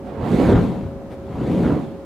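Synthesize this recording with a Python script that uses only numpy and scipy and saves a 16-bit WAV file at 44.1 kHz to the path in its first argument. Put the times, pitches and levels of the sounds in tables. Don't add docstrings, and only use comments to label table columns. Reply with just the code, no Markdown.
import sys
import numpy as np
from scipy import signal
from scipy.fft import rfft, irfft
from scipy.io import wavfile
from scipy.ndimage import uniform_filter1d, minimum_filter1d, map_coordinates

SR = 44100
rng = np.random.default_rng(int(sys.argv[2]) if len(sys.argv) > 2 else 0)


def output_pcm(signal):
    pcm = np.clip(np.atleast_2d(signal).T, -1, 1) * 32767
    wavfile.write(sys.argv[1], SR, np.round(pcm).astype(np.int16))


N = 90404
T = np.arange(N) / SR
FREQS_HZ = np.fft.rfftfreq(N, 1 / SR)


def amp(db):
    return 10 ** (np.asarray(db) / 20)


def unit(x):
    return x / np.sqrt(np.mean(x ** 2) + 1e-20)


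def at_pitch(table, hz):
    pitch_hz, value = np.transpose(table)
    return np.interp(np.log(hz + 1), np.log(pitch_hz + 1), value)


def curves(table):
    time_s, *columns = np.transpose(table)
    return [np.interp(T, time_s, column) for column in columns]


def arch(start_s, length_s):
    return np.sin(np.pi * np.clip((T - start_s) / length_s, 0, 1))


def colour(x, tone):
    return irfft(rfft(x) * amp(at_pitch(tone, FREQS_HZ)), N)


def noise(tone):
    return unit(colour(rng.standard_normal(N), tone))


def wander(rate_hz):
    f = FREQS_HZ / rate_hz
    return unit(irfft(rfft(rng.standard_normal(N)) * f / (1 + f ** 4), N))


def delayed(x, lag_ms):
    return map_coordinates(x, [np.arange(N) - lag_ms * SR / 1000], order=3, mode="mirror")


def eddies(tone, smooth_s, evenness):
    width = SR // 5
    window = np.exp(-.5 * (np.linspace(-.1, .1, width) / smooth_s) ** 2)
    swirl = noise(tone)
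    power = np.pad(swirl ** 2, width, "reflect")
    slow_power = signal.fftconvolve(power, window / window.sum(), "same")[width:][:N]
    return unit(swirl / (abs(slow_power) + 1e-9) ** (evenness / 2))


def city():
    # pitch_hz, gain_db
    tone = [(15, -40), (30, -24), (60, 3), (150, -5), (300, 3.5), (410, 2.5), (480, -11), (570, -4.5),
            (700, -8.5), (1000, -12.5), (2000, -25), (3000, -30.5), (5000, -35), (9000, -41), (15000, -44)]
    # pitch_hz, likeness (1 the same, 0 unrelated)
    ear_likeness = [(60, 0.74), (550, .92), (1650, 0.63), (3500, 0), (5000, 0), (15000, -.1)]
    same = at_pitch(ear_likeness, FREQS_HZ)
    left, other = noise(tone), noise(tone)
    right = irfft(same * rfft(left) + np.sqrt(1 - same ** 2) * rfft(other), N)
    return amp(-38) * np.array([left, right])


def fan():
    # pitch_hz, level_db
    notes = [(548.4, -40.5), (388.4, -48.5)]
    hum = np.zeros(N)
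    for pitch_hz, level_db in notes:
        wavering_hz = pitch_hz + .5 * wander(rate_hz=2.2)
        hum += amp(level_db) * np.sqrt(2) * np.sin(2 * np.pi * np.cumsum(wavering_hz) / SR)
    return hum


def wall_echo(x):
    # pitch_hz, fade_s
    fade_times = [(100, 0.77), (1000, 0.25), (4000, 0.55), (14000, 0.24)]
    # pitch_hz, gain_db
    tone = [(100, -16), (500, -12), (1100, -6.5), (2000, -9), (6000, -8.5), (14000, 0)]
    hz, time_s, bands = signal.stft(rng.standard_normal((2, SR // 2)), SR, nperseg=256)
    fade = amp(-60 * time_s / at_pitch(fade_times, hz)[:, None])
    _, tail = signal.istft(bands * fade, SR, nperseg=256)
    tail /= np.linalg.norm(tail[0])
    echo = signal.fftconvolve(x.mean(0)[None], tail, axes=1)[:, :N]
    return colour(echo, tone)


def flares():
    # start_s, length_s, level_db, left_minus_right_db
    puffs = [(0.038, 0.076, -42, -3), (1.093, 0.068, -37.5, 3)]
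    # pitch_hz, gain_db
    tone = [(200, -16), (450, 4), (660, 5), (1000, -12.5), (2000, -17), (4000, -25), (6000, -34.5),
            (11000, -37), (15500, -48)]
    return sum(amp([[db + pan_db / 2], [db - pan_db / 2]]) * arch(start_s, length_s) * noise(tone)
               for start_s, length_s, db, pan_db in puffs)


def sizzle():
    # start_s, length_s, level_db
    dives = [(.24, 0.18, -62.5), (1.42, .4, -70)]
    # pitch_hz, gain_db
    tone = [(2000, -34), (7000, 6), (13000, -2), (15000, -4), (16000, -12)]
    return noise(tone) * sum(amp(db) * arch(start_s, length_s) for start_s, length_s, db in dives)


def flaps():
    # middle_s, push_db (before the recoil is taken off)
    pushes = [(.644, -25), (1.659, -3), (1.699, -20)]
    width_s, recoil = 0.0016, 0.82
    pressure = np.zeros(N)
    for middle_s, push_db in pushes:
        offset = (T - middle_s) / width_s
        pressure += amp(push_db) * (np.exp(-offset ** 2) - recoil * np.exp(-(offset * recoil) ** 2))
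    return pressure


def buffeting():
    # time_s, level_db
    levels = [(0, -42), (.15, -45), (.21, -25), (.255, -26.5), (.28, -40), (.33, -27.5), (.44, -25),
              (.475, -20), (.5, -17.5), (.545, -13.5), (.6, -23), (.66, -28.5), (.72, -35), (.79, -38),
              (.85, -28.5), (.94, -40.5), (1.22, -41), (1.3, -34), (1.37, -34), (1.42, -27), (1.47, -32.5),
              (1.51, -32), (1.58, -34), (1.65, -29), (1.73, -26.5), (1.8, -43), (1.92, -45), (2.05, -57)]
    # pitch_hz, gain_db
    tone = [(15, -41), (28, -27), (42, -5.5), (60, -6), (85, 1), (115, -2.5), (160, -7.5), (400, -14),
            (4000, -100)]
    level_db, = curves(levels)
    return eddies(tone, smooth_s=0.06, evenness=0.97) * amp(level_db)


def torn_air(flutter, sputter):
    # time_s, rush_db, hiss_db
    levels = [(0, -57, -90), (.08, -41.5, -74), (.17, -41, -65), (.25, -32.5, -48.5), (.33, -36, -42),
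              (.42, -27, -39), (.52, -24, -41), (.58, -26, -45.5), (.63, -36.5, -45), (.72, -43, -50.5),
              (.87, -48, -60), (1.03, -65, -83), (1.22, -53, -68), (1.35, -39, -54.5), (1.5, -39.5, -47),
              (1.58, -41.5, -45.5), (1.66, -29, -46), (1.74, -35.5, -50.5), (1.78, -45.5, -52),
              (1.82, -50, -52.5), (1.94, -64, -63.5), (2.05, -66, -72)]
    # pitch_hz, gain_db
    rush_tone = [(250, -11), (500, -4), (750, 4.5), (1000, -1.5), (1400, -6), (2000, -13.5), (2800, -22.5),
                 (5000, -34.5), (15000, -70)]
    # pitch_hz, gain_db
    hiss_tone = [(900, -25), (2000, 8.5), (2800, 1.5), (4200, -2.5), (5200, -8), (7200, -11.5), (8800, -14),
                 (10500, -13), (12100, -24.5), (13400, -13), (14400, -26), (15700, -32)]
    rush_db, hiss_db = curves(levels)
    rush = eddies(rush_tone, smooth_s=0.0088, evenness=0.51) * amp(rush_db - 1.5 + flutter + 1.7 * sputter)
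    hiss = noise(hiss_tone) * amp(hiss_db - 2.0 + 0.4 * flutter + 1.5 * sputter)
    return rush + hiss


def roar(flutter):
    # time_s, level_db
    levels = [(0.0, -36.5), (0.19, -28), (0.33, -16.5), (0.35, -14), (0.37, -21), (0.4, -14), (0.47, -16.5),
              (0.5, -11), (0.84, -30), (1.01, -36.5), (1.23, -38.5), (1.36, -28.5), (1.43, -20.5),
              (1.46, -24.5), (1.49, -18.5), (1.68, -17.5), (1.7, -15.5), (1.73, -17.5), (1.74, -17),
              (1.79, -20.5), (1.82, -27), (2.05, -45)]
    # pitch_hz, gain_db
    tone = [(40, -42), (90, -31.5), (130, -4), (175, 2), (250, -0.5), (340, -6), (480, -8), (650, -15),
            (1000, -25), (2000, -40), (5000, -63), (15000, -100)]
    level_db, = curves(levels)
    return eddies(tone, smooth_s=0.022, evenness=0.69) * amp(level_db - 1.56 + flutter)


def swinging_flames():
    # time_s, floor_lag_ms, left_minus_right_db
    path = [(0, 0.96, -7.5), (.2, 2.1, -8.5), (.33, 0.54, -7), (.42, .42, -6), (.55, 0.55, 1.5),
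            (.65, 0.77, 5), (.78, 1.15, 5), (1.12, 1.72, 0), (1.32, 0.98, 2.5), (1.5, 0.39, 5),
            (1.56, 0.33, 4), (1.65, 0.52, 2.5), (1.75, .85, -6), (1.88, 1.22, -7), (2.05, 0.89, -4)]
    near_echo = [0.27, 0.24]
    floor_lag_ms, pan_db = curves(path)
    flutter, sputter = wander(rate_hz=73), wander(rate_hz=290)
    low = roar(flutter) + buffeting() + flaps()
    high = torn_air(flutter, sputter) + sizzle()
    low = low + 0.21 * delayed(low, floor_lag_ms)
    high = high + 0.28 * delayed(high, floor_lag_ms)
    strength = np.array(near_echo)[:, None]
    high = (high + strength * delayed(high, lag_ms=0.2744)) / np.hypot(1, strength)
    sides_db = np.array([pan_db, -pan_db]) / 2
    return low * amp(0.27 * sides_db) + high * amp(sides_db)


def scene():
    fire = swinging_flames() + flares()
    return fire + wall_echo(fire) + city() + fan()


def record(dry):
    ceiling, top_hz = .8, 15720
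    gain = ceiling / np.maximum(abs(dry).max(0), ceiling)
    held_gain = minimum_filter1d(gain, size=441)
    smooth_gain = uniform_filter1d(uniform_filter1d(held_gain, size=221), size=221)
    high_cut = signal.firwin(511, top_hz, window=("kaiser", 9), fs=SR)
    return signal.oaconvolve(dry * smooth_gain, high_cut[None], "same")


dry = scene()
out = record(dry)
output_pcm(out)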